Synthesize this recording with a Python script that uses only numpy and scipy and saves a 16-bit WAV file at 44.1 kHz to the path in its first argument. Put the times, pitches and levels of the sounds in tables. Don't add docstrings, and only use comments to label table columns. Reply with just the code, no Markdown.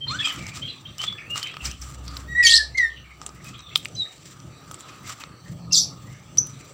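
import sys
import numpy as np
from scipy import signal
from scipy.fft import rfft, irfft, next_fast_len
from scipy.io import wavfile
from scipy.ndimage import uniform_filter1d, map_coordinates

SR = 44100
rng = np.random.default_rng(int(sys.argv[2]) if len(sys.argv) > 2 else 0)


def dump_mix(stems):
    frames = np.atleast_2d(stems).T
    limited = np.clip(frames, -1, 1)
    pcm = np.round(limited * 32767).astype(np.int16)
    wavfile.write(sys.argv[1], SR, pcm)


def boost(x):
    u = np.asarray(x, float) / 20
    return 10 ** u


N = 296793
T = np.arange(N) / SR

# (time [s], pitch [Hz], level [dB])
SQUEAK_CURVE = [
    (0.065, 920, -44),
    (0.098, 1034, -39),
    (.126, 1288, -33),
    (0.146, 1460, -40),
    (0.21, 1760, -40),
    (0.245, 2450, -38),
    (0.29, 2620, -38),
    (0.32, 1480, -43),
    (0.38, 1300, -50),
]
# (time [s], pitch [Hz], level [dB])
LONG_WHISTLE_CURVE = [
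    (2.27, 1835, -65),
    (2.286, 1896, -41),
    (2.33, 1921, -29),
    (2.346, 1874, -38),
    (2.353, 1871, -23),
    (2.376, 1943, -20),
    (2.408, 1944, -11),
    (2.424, 1905, -26),
    (2.43, 1910, -17),
]
HELD_WHISTLE_CURVE = [
    (2.42, 1890, -20),
    (2.464, 1863, -14),
    (2.512, 1848, -29),
    (2.536, 1832, -19),
    (2.568, 1822, -24),
    (2.58, 1841, -33),
]
SOBBING_WHISTLE_CURVE = [
    (2.574, 1825, -30),
    (2.576, 1826, -34),
    (2.59, 1781, -21),
    (2.598, 1722, -30),
    (2.606, 1742, -21),
    (2.632, 1726, -38),
    (2.636, 1771, -37),
    (2.66, 1712, -43),
]
FALLING_WHISTLE_CURVE = [
    (2.744, 2050, -45),
    (2.754, 2085, -25),
    (2.762, 2164, -32),
    (2.772, 2155, -32),
    (2.784, 2077, -16),
    (2.806, 1955, -17),
    (2.844, 1849, -19),
    (2.866, 1809, -24),
    (2.895, 1812, -36),
]
HIGH_WHISTLE_CURVE = [
    (3.955, 3807, -50),
    (3.967, 4044, -38),
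    (4.007, 3918, -22),
    (4.031, 3736, -26),
    (4.07, 3726, -45),
]
# (start [s], length [s], first pitch [Hz], last pitch [Hz], level [dB])
PIPS = [
    (5.709, .03, 2750, 2680, -41),
    (3.95, .011, 6150, 6150, -36),
    (6.382, .012, 5850, 6200, -8.5),
]
YELPS = [
    (2.427, .007, 2600, 2480, -29),
    (2.434, .012, 2520, 2330, -26),
    (2.448, .038, 2290, 2210, -23),
    (2.531, .008, 3650, 3800, -21),
    (2.538, .008, 3900, 4250, -13.5),
    (2.545, .007, 4250, 4400, -15),
]
RASPS = [(2.464, .022, 3250, 3250, -14.5), (2.464, .026, 6200, 6200, -15), (2.465, .012, 5200, 5400, -20),
         (2.484, .02, 3100, 3500, -16), (2.495, .01, 6700, 7100, -20), (2.501, .008, 3600, 5000, -13),
         (2.509, .01, 4900, 3300, -14), (2.519, .012, 4600, 4700, -18), (2.518, .014, 3400, 3300, -19),
         (2.51, .014, 8000, 8200, -23), (2.53, .028, 7700, 7700, -20), (2.553, .009, 5250, 4900, -10),
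         (2.561, .01, 4700, 5200, -13), (2.556, .03, 4200, 4200, -16), (2.57, .018, 5300, 5000, -21),
         (2.772, .02, 6400, 6000, -35), (2.774, .018, 4700, 3900, -32), (5.71, .012, 5500, 5500, -42),
         (5.72, .008, 5000, 5100, -26), (5.723, .02, 6400, 5800, -17), (5.727, .018, 5500, 5000, -16),
         (5.742, .018, 5000, 4500, -15), (5.748, .012, 4300, 3700, -20), (5.757, .04, 3500, 3600, -24),
         (5.75, .022, 7200, 7000, -18), (5.74, .025, 9400, 8800, -36), (5.765, .016, 5600, 5900, -15),
         (5.779, .012, 6200, 6000, -14), (5.772, .02, 7300, 7200, -21), (5.77, .03, 4500, 4900, -19),
         (5.79, .022, 5900, 5500, -19), (5.8, .05, 5800, 5300, -26), (5.8, .05, 4400, 4600, -30),
         (6.373, .008, 5400, 6000, -26), (1.652, .013, 6200, 4500, -25), (1.815, .014, 6300, 5600, -36)]
# (start [s], end [s], level [dB])
HISSES = [
    (2.428, 2.47, -28),
    (2.46, 2.585, -25),
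    (2.772, 2.792, -38),
    (5.725, 5.82, -27),
]
# (frequency [Hz], level [dB per Hz])
HISS_COLOUR = [(2000, -40), (3000, -6), (5200, 0), (8500, -9), (11000, -13), (15000, -8), (16000, -30)]
# (time [s], peak [dB], centre [Hz])
CRACKS = [(.2144, -30, 5200), (.232, -33, 7200), (.283, -26, 5500), (.361, -30, 6500), (2.781, -27, 6500),
          (.2573, -24, 6160), (.4673, -24, 5900), (.5713, -27, 4500), (.9824, -24, 5700),
          (1.0172, -19.5, 5460), (1.3778, -15, 6500), (1.4292, -18, 4840), (1.6545, -24, 5800),
          (1.714, -23, 5940), (2.0803, -24, 5360), (2.1685, -21, 4200), (3.264, -18, 7600),
          (3.7545, -24, 4500), (3.7578, -2.5, 3500), (3.8496, -22, 7500), (3.8561, -19, 2600),
          (3.8846, -33, 7100), (4.4019, -34, 5840), (4.7432, -26, 7300), (4.807, -27, 7400),
          (6.373, -22, 8500), (6.4696, -31, 9000)]
KNOCKS = [(.273, -20, 6000), (1.0396, -19, 3000), (1.1265, -32, 4700), (1.3582, -22, 4650),
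          (1.5412, -30, 1900), (1.5686, -25, 3000), (1.9027, -36, 7460), (3.2159, -27, 6130),
          (3.2914, -33.5, 5560), (3.592, -35.5, 5800), (3.606, -36, 5450), (4.7125, -26, 6900),
          (5.2374, -27, 2500), (5.293, -44, 1300)]
# (time [s], peak [dB], time to fall 60 dB [s])
SPRAYS = [(.2563, -33, .04), (.2723, -33, .08), (.3257, -36, .15), (.4663, -39, .1), (.5701, -39, .06),
          (.982, -40, .15), (1.0181, -34, .05), (1.1248, -48, .04), (1.2695, -50, .03), (1.3049, -40, .15),
          (1.357, -35, .2), (1.4296, -28, .06), (1.5678, -42, .04), (1.6167, -44, .15), (1.6496, -33, .1),
          (1.71, -35, .08), (1.8128, -41, .1), (1.8861, -38, .1), (2.0602, -46, .08), (2.0807, -42, .04),
          (2.169, -30, .04), (3.1744, -46, .05), (3.349, -45, .05), (3.4443, -38, .08), (3.4638, -38, .1),
          (3.5805, -44, .02), (3.62, -45, .02), (3.7578, -22, .12), (3.8561, -34, .05), (4.7144, -34, .05),
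          (4.7933, -38, .03), (4.9564, -47, .05), (5.0302, -44, .05), (5.0741, -35, .06),
          (5.0906, -38, .12), (5.1993, -40, .1), (5.4528, -47, .04), (5.5171, -49, .04), (6.4689, -36, .04),
          (6.646, -45, .04)]
# (frequency [Hz], level [dB per Hz])
SPRAY_COLOUR = [(1500, -22), (3000, -6), (7500, 1), (10000, -5), (13000, -8), (15000, -1), (16000, -8)]
# (time of top [s], grit [dB],
# rise per 20 dB [s], fall per 20 dB [s], body over grit [dB])
SCUFFS = [(.294, -41, .17, .3, 0), (.48, -49, .03, .05, -2), (.574, -38.5, .02, .035, -1),
          (.8, -61, .3, .1, -8), (1.016, -39, .04, .09, 1), (1.312, -47, .035, .05, -15),
          (1.374, -35, .03, .1, -1), (1.65, -36.5, .045, .11, -4), (1.824, -46, .04, .2, -7),
          (2.18, -51, .4, .2, -5), (3.25, -53, .15, .2, -3), (3.266, -38, .013, .011, -18),
          (3.462, -46, .05, .1, -1), (3.8, -56, .03, 1.5, -5), (4.3, -54, .2, .15, -4),
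          (4.745, -45, .06, .015, -10), (4.812, -47, .02, .015, -25), (4.9, -57, .15, .2, 4),
          (5.1, -38, .05, .08, -2), (5.208, -41, .02, .045, -1), (5.472, -53, .03, .15, -4),
          (6.088, -55, .2, .5, -6), (6.5, -55, .03, 1.5, -7)]
# (frequency [Hz], level [dB per Hz])
GRIT_COLOUR = [(3820, -32), (6500, -5), (7390, 4), (10400, -22.5), (13500, -23), (14900, -13), (16000, -22)]
BODY_COLOUR = [(410, -27), (700, -9.5), (952, -10), (1250, -13), (1830, -3), (2460, -3), (6500, -6),
               (8450, -56), (14300, -120)]
# (start [s], end [s], level [dB])
HOLLOW_SWELLS = [
    (.05, .4, -42),
    (1.1, 1.7, -52),
    (1.8, 2.3, -50),
    (3.1, 3.75, -57),
    (4.3, 5.5, -50),
    (6.1, 6.73, -58),
]
# (time [s], pitch [Hz], level [dB])
CLEAR_CALLS = [
    [(.005, 3167, -46), (.015, 3144, -38), (.046, 3140, -33), (.058, 3217, -48)],
    [(.072, 4080, -42), (.079, 4182, -31), (.1, 4218, -39), (.13, 4185, -48)],
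    [(.186, 3500, -42), (.202, 3360, -29), (.232, 3348, -37), (.241, 3290, -30), (.277, 3080, -33),
     (.301, 3042, -31), (.325, 3000, -44)],
    [(1.24, 2330, -52), (1.271, 2628, -41), (1.293, 2761, -50), (1.3, 2785, -34), (1.343, 2885, -42),
     (1.38, 2950, -50)],
]
CLEAR_CHAOS = .04, .08, .3, .07
# (start [s], length [s], first pitch [Hz], last pitch [Hz], level [dB])
FAR_CHIRPS = [(.615, .075, 3080, 3400, -34), (.678, .04, 4100, 3950, -36), (.848, .03, 3200, 3120, -42),
              (.985, .06, 2950, 3250, -33), (1.042, .08, 3470, 3370, -31), (1.15, .05, 1720, 1800, -50),
              (1.178, .045, 2600, 1650, -44), (1.215, .04, 1700, 2400, -49), (1.415, .065, 3050, 3150, -34),
              (1.47, .06, 3050, 3300, -41), (1.595, .04, 2750, 2650, -43), (1.675, .06, 2400, 2800, -46),
              (3.44, .09, 2520, 2600, -53), (3.57, .05, 3900, 3780, -50), (3.63, .1, 3620, 3480, -53)]
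# (start [s], end [s], first pitch [Hz], last pitch [Hz], level [dB])
CHATTER = [(.066, 0.138, 3500, 3680, -39.5), (0.21, 0.35, 2700, 1900, -40), (0.368, 0.499, 2420, 2103, -44),
           (0.505, 0.594, 2303, 2530, -48.5), (0.666, 0.795, 3336, 3620, -50),
           (0.858, 0.961, 3500, 3750, -55), (1.174, 1.243, 2687, 1980, -45.5),
           (1.44, 1.56, 2406, 2870, -43), (1.456, 1.519, 3850, 3800, -46.5),
           (2.037, 2.154, 3280, 3580, -59), (2.054, 2.152, 4700, 4620, -50.5),
           (2.89, 3.053, 3150, 2800, -52), (3.528, 3.572, 3200, 3380, -47.5),
           (3.711, 3.747, 2610, 2658, -46), (5.201, 5.227, 2605, 2530, -36),
           (6.527, 6.677, 3890, 4000, -60.5), (2.778, 2.789, 4280, 4100, -24),
           (3.947, 3.974, 3100, 3130, -53), (3.942, 4, 5300, 5020, -51), (5.725, 5.765, 2720, 2620, -51),
           (.63, .67, 2150, 2250, -49), (.67, .76, 2900, 2500, -47), (.85, .92, 2900, 2650, -51),
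          (1.07, 1.13, 2200, 2150, -53), (1.59, 1.65, 3100, 2400, -47), (1.68, 1.76, 3000, 3200, -50),
          (3.04, 3.14, 2300, 2250, -52), (3.35, 3.42, 1950, 2050, -55), (3.52, 3.62, 2550, 2450, -55),
          (3.68, 3.75, 3450, 3300, -50), (3.7, 3.75, 2150, 2100, -52), (4.02, 4.11, 2100, 1700, -56),
          (4.76, 4.9, 3600, 3900, -60), (4.88, 4.98, 2300, 2900, -58), (5.03, 5.07, 2200, 2000, -52),
          (5.45, 5.51, 1900, 1950, -57), (6.05, 6.3, 2000, 2300, -60), (6.58, 6.64, 2900, 2000, -56)]
# (time [s], level [dB], time to fall 60 dB [s])
TANK_BLOWS = [
    (1.62, -33, .3),
    (1.79, -36, .4),
    (1.93, -40, 3.2),
]
# (start [s], end [s], pitch [Hz], level [dB])
HUMS = [
    (0.03, 0.403, 280.2, -51),
    (0.445, 0.894, 258, -58),
    (1.96, 2.356, 281.3, -55),
    (4.355, 4.69, 277, -58.5),
    (5.05, 5.35, 278, -62),
    (5.416, 5.982, 171.6, -41.5),
    (5.66, 6, 280, -56),
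    (6.304, 6.697, 278, -57.5),
    (6.305, 6.607, 137.7, -43),
]
# (time [s], level [dB])
TRAFFIC_LEVEL = [(0, -50), (0.19, -43), (0.72, -44), (0.97, -51), (1.1, -41), (1.26, -49), (1.62, -45),
                 (1.69, -40), (1.8, -45), (2, -40), (2.7, -50), (3.5, -50), (3.65, -45), (4.12, -51),
                 (4.46, -44), (5.29, -53), (5.36, -43), (6.73, -45)]
# (frequency [Hz], level [dB per Hz])
TRAFFIC_COLOUR = [(15, -70), (25, -30), (43, -17), (63, -7), (128, 3.5), (243, -11), (352, -14.5),
                  (392, -27.5), (600, -20.5), (780, -45), (1320, -120)]
AIR_COLOUR = [(180, -34.5), (300, -3), (1010, -12.5), (1230, 0), (1430, -12.5), (4300, -14), (4590, -10.5),
              (4990, -24.5), (6000, -9), (6620, -22.5), (7570, -13.5), (10000, -33), (13500, -38.5),
              (15000, -20.5), (16000, -31)]
STREET_COLOUR = [(150, -38), (250, 1), (500, -4.5), (900, -6.5), (1300, -38.5)]
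# (start [s], end [s], extra level [dB])
STREET_SWELLS = [
    (.8, 1.5, 2),
    (1.55, 2.45, 5),
    (3.8, 4.1, 3),
    (5.3, 6.73, 3),
]
# (frequency [Hz], time to fall 60 dB [s])
WALL_FADES = [(500, 0.12), (2000, 0.28), (6000, 0.25), (12000, 0.23)]
# (frequency [Hz], gain [dB])
PORT_GAIN = [(300, 1), (1000, 2), (8000, 1.5), (10000, -5), (13500, -11), (15400, -5), (15800, -35)]


def mynas():
    return squeak() + boost(-2.2) * whistles() + pips() + yelps() + beaked_rasps()


def squeak():
    rows = coloured(SQUEAK_CURVE, slope_db=-14, per_db=0, per_octave=4)
    voice = note(rows, edge=.005, chaos=.21, lumps=1.5)
    return filtered(voice, lambda f: (1 + 3.5 * peak(f, 7200, 3000)) / (1 + (f / 9500) ** 8))


def whistles():
    chaos = .015
    out = np.zeros(N)
    for curve in (LONG_WHISTLE_CURVE, FALLING_WHISTLE_CURVE, HIGH_WHISTLE_CURVE):
        rows = coloured(curve, slope_db=-20.5, per_db=.35, per_octave=12)
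        out += note(rows, edge=.0045, chaos=chaos, droop=.45)
    for curve in (HELD_WHISTLE_CURVE, SOBBING_WHISTLE_CURVE):
        out += note(curve, edge=.004, chaos=chaos, slope_db=-38)
    return filtered(out, lambda f: 1 - .9 * peak(f, 10200, 4000))


def pips():
    return sum(note(burst(row), edge=.002, slope_db=-27, chaos=.08) for row in PIPS)


def yelps():
    out = np.zeros(N)
    for row in YELPS:
        rows = coloured(burst(row), slope_db=3, per_db=0, per_octave=20)
        out += note(rows, edge=.0016, chaos=.12, droop=1.4)
    return filtered(out, lambda f: (.6 + 1.6 * peak(f, 4500, 1500)) / (1 + (f / 10500) ** 8))


def beaked_rasps():
    voice = np.zeros(N)
    for row in RASPS:
        rows = coloured(burst(row), slope_db=-9, per_db=0, per_octave=5)
        voice += note(rows, edge=.0022, chaos=.36)
    hiss_gain = sum(boost(db) * swell(a, b) for a, b, db in HISSES)
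    rasps = boost(.3) * voice + boost(3 * wobble(400)) * noise(HISS_COLOUR) * hiss_gain

    def beak(bass_hz, top_hz):
        return filtered(rasps, lambda f: 1 / (1 + (bass_hz / (f + 1)) ** 18) / (1 + (f / top_hz) ** 4))

    narrow = beak(2500, 1.15 * 10500)
    wide = filtered(beak(3330, 2 * 10500), lambda f: 1 - .65 * peak(f, 9000, 2500))
    return np.where(T < 5, narrow, wide)


def clicks():
    size = 900
    out, t = np.zeros(N + size), np.arange(size) / SR
    hits = [(*row, -21) for row in CRACKS] + [(*row, -5) for row in KNOCKS]
    c, d = signal.iirpeak(3600, 1.2, SR)
    for s, db, hz, knock_db in hits:
        fade = boost(-60 * t / .008) + boost(-13 - 60 * t / .03)
        strike = rng.standard_normal(size) * fade + 5 * (t == 0)
        b, a = signal.iirpeak(np.clip(hz, 500, 15000), 2.1, SR)
        own = signal.lfilter(b, a, signal.lfilter(b, a, strike))
        shared = signal.lfilter(c, d, signal.lfilter(c, d, strike))
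        crack = own + .4 * shared + .06 * strike
        knock = boost(knock_db - 60 * t / .025) * np.sin(2 * np.pi * 1250 * t)
        out[round(s * SR):][:size] += boost(db + 1.0) * (crack / np.abs(crack).max() + knock)
    return out[:N]


def sprays():
    gain, t = np.zeros(N + SR // 4), np.arange(SR // 4) / SR
    for s, db, t60 in SPRAYS:
        gain[round(s * SR):][:len(t)] += boost(db - 9 - 60 * t / t60)
    uneven = boost(5.5 * rng.standard_normal(N))
    grains = gain[:N] * unit(uneven * rng.standard_normal(N) * boost(3.5 * wobble(300)))
    hz = np.fft.rfftfreq(4096, 1 / SR)
    colour_rms = np.sqrt(np.mean(boost(2 * along(SPRAY_COLOUR, hz))))
    return filtered(grains, lambda f: boost(along(SPRAY_COLOUR, f))) / colour_rms


def scuffs():
    grit_gain, body_gain = np.zeros(N), np.zeros(N)
    for s, db, rise, fall, body_db in SCUFFS:
        stroke = boost(db - 20 * np.maximum((s - T) / rise, (T - s) / fall))
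        grit_gain += stroke
        body_gain += stroke * boost(body_db)
    swells = sum(boost(db) * swell(a, b) for a, b, db in HOLLOW_SWELLS)
    hollow_gain = boost(1) * body_gain + boost(3 * wobble(8)) * swells
    landings = rng.random(N) < 2500 / SR
    grains = landings * boost(2.5 * rng.exponential(size=N)) * rng.standard_normal(N)
    grains = (unit(grains) + 1.34 * rng.standard_normal(N)) * boost(3.66 * wobble(70))
    grit = unit(filtered(grains, lambda f: boost(along(GRIT_COLOUR, f))))
    body = unit(filtered(grains, lambda f: boost(along(BODY_COLOUR, f))))
    hollow = unit(filtered(rng.standard_normal(N), lambda f: peak(f, 1238, 109) + .04 * peak(f, 800, 1200)))
    return boost(-1.1) * grit_gain * grit + boost(2.5) * body_gain * body + boost(-4.0) * hollow_gain * hollow


def far_birds():
    out = np.zeros(N)
    for curve, chaos in zip(CLEAR_CALLS, CLEAR_CHAOS):
        out += note(curve, edge=.004, slope_db=-40, chaos=chaos, lumps=20 * chaos)
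    for row in FAR_CHIRPS:
        out += note(burst(row, more_sag_db=5), edge=.004, slope_db=-40, chaos=.19, lumps=2.8)
    for a, b, hz0, hz1, db in CHATTER:
        out += note([(a, hz0, db), (b, hz1, db - 6)], edge=.012, slope_db=-22, chaos=.58, lumps=3.5)
    return out


def tank():
    ring = np.zeros(N)
    for s, db, t60 in TANK_BLOWS:
        since = np.clip(T - s, 0, None)
        ring += boost(db + 4 - 60 * (since / t60) ** 1.6) * (1 - np.exp(-since / .03))
    return ring * boost(2 * wobble(9)) * np.sin(2 * np.pi * 63.6 * T)


def far_hums():
    return sum(boost(db + 3.5) * swell(a, b) * np.sin(2 * np.pi * hz * T) for a, b, hz, db in HUMS)


def traffic():
    return boost(np.interp(T, *np.transpose(TRAFFIC_LEVEL)) + 4.4 * wobble(10)) * noise(TRAFFIC_COLOUR)


def open_air():
    air = boost(-53.5 + 1.2 * wobble(2.993)) * patchy(noise(AIR_COLOUR), depth_db=4.3)
    street_db = -62 + 4 * wobble(8) + sum(db * swell(a, b) for a, b, db in STREET_SWELLS)
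    return air + boost(street_db) * patchy(noise(STREET_COLOUR), depth_db=3)


def walls(x):
    out, step = np.zeros(N + SR), SR // 4
    for i in range(0, N, step):
        hz, t, z = signal.stft(rng.standard_normal(SR // 2), SR, nperseg=256)
        fade = boost(-60 * t / along(WALL_FADES, hz)[:, None])
        tail = signal.istft(z * fade, SR, nperseg=256)[1]
        wet = signal.fftconvolve(x[i:i + step], tail / np.linalg.norm(tail))
        out[i + 300:][:len(wet)] += wet
    return out[:N]


def note(rows, edge, chaos, slope_db=None, droop=1, lumps=0):
    s, hz, db, *more = np.transpose(rows)
    t = T[round(s[0] * SR):round(s[-1] * SR)]
    size = len(t)
    hz, db, *more = [np.interp(t, s, column) for column in (hz, db, *more)]
    slope_db = more[0] if slope_db is None else slope_db
    hz = hz * np.exp(chaos * (.0498 * wobble(397.5, size) + .145 * wobble(2500, size)))
    phase = 2 * np.pi * np.cumsum(hz) / SR
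    tone = np.zeros(size)
    for k in range(1, 9):
        waver_db = (rng.normal(0, 2) + 4 * wobble(60, size)) * (k > 1)
        level = boost(slope_db * np.log2(k) ** droop + waver_db)
        tone += level * (k * hz < SR / 2.5) * np.sin(k * phase + k * k)
    flutter_hz = 550 * np.exp(.35 * wobble(250, size))
    flutter = np.cos(2 * np.pi * np.cumsum(flutter_hz) / SR)
    pulses = boost(chaos * (12 * flutter + 6 * wobble(300, size)))
    beats = unit(pulses + lumps * wobble(70, size))
    fade = np.sin(np.pi / 2 * np.clip(np.minimum(t - t[0], t[-1] - t) / edge, 0, 1)) ** 2
    out = np.zeros(N)
    out[round(s[0] * SR):][:size] = np.sqrt(2) * boost(db) * tone * beats * fade
    return out


def burst(row, more_sag_db=0):
    s, length, hz0, hz1, db = row
    top = .35
    return [(s, hz0, db - 4),
            (s + top * length, hz0 + top * (hz1 - hz0), db),
            (s + length, hz1, db - 7 - more_sag_db)]


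def coloured(rows, slope_db, per_db, per_octave):
    out = []
    for s, hz, db in rows:
        slope = slope_db - per_db * (db + 30) - per_octave * np.log2(hz / 2000)
        out.append((s, hz, db, min(0, slope)))
    return out


def swell(a, b):
    return np.sqrt(np.clip(np.sin(np.pi * np.clip((T - a) / (b - a), 0, 1)), 0, 1))


def wobble(rate, size=N):
    knots = rng.standard_normal(int(size * rate / SR) + 4)
    return map_coordinates(knots, [np.arange(size) * rate / SR])


def noise(spectrum):
    return unit(filtered(rng.standard_normal(N), lambda f: boost(along(spectrum, f))))


def patchy(x, depth_db):
    z = signal.stft(x, nperseg=512)[2]
    field = uniform_filter1d(uniform_filter1d(rng.standard_normal(z.shape), 4, 0), 16, 1)
    return unit(signal.istft(z * boost(depth_db * unit(field)), nperseg=512)[1][:N])


def filtered(x, response):
    m = next_fast_len(N + SR // 4)
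    return irfft(rfft(x, m) * response(np.fft.rfftfreq(m, 1 / SR)), m)[:N]


def peak(f, hz, width):
    return 1j * f * width / (hz * hz - f * f + 1j * f * width)


def along(points, hz):
    f, v = np.transpose(points)
    return np.interp(np.log(hz + 1), np.log(f + 1), v)


def unit(x):
    return x / np.sqrt(np.mean(x ** 2) + 1e-20)


def scene():
    near, far, stones = mynas(), far_birds(), clicks()
    echoes = walls(boost(-9.5) * near + boost(-2.5) * far + boost(-20.5) * stones)
    voices = filtered(near + boost(1.5) * far + stones + echoes, lambda f: boost(along(PORT_GAIN, f)))
    ground = scuffs() + sprays()
    low_end = traffic() + tank() + far_hums()
    return (voices + ground + low_end + open_air())[None]


def low_pass(x):
    return signal.sosfilt(signal.butter(12, 16620, fs=SR, output="sos"), x)


def record(dry):
    x = filtered(dry[0], lambda f: 1 - .87 * peak(f, 6590, 460) - (f > 15950))
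    x = x / (1 + np.abs(x / .99) ** 16) ** (1 / 16)
    return low_pass(x[None])


dry = scene()
out = record(dry)
dump_mix(out)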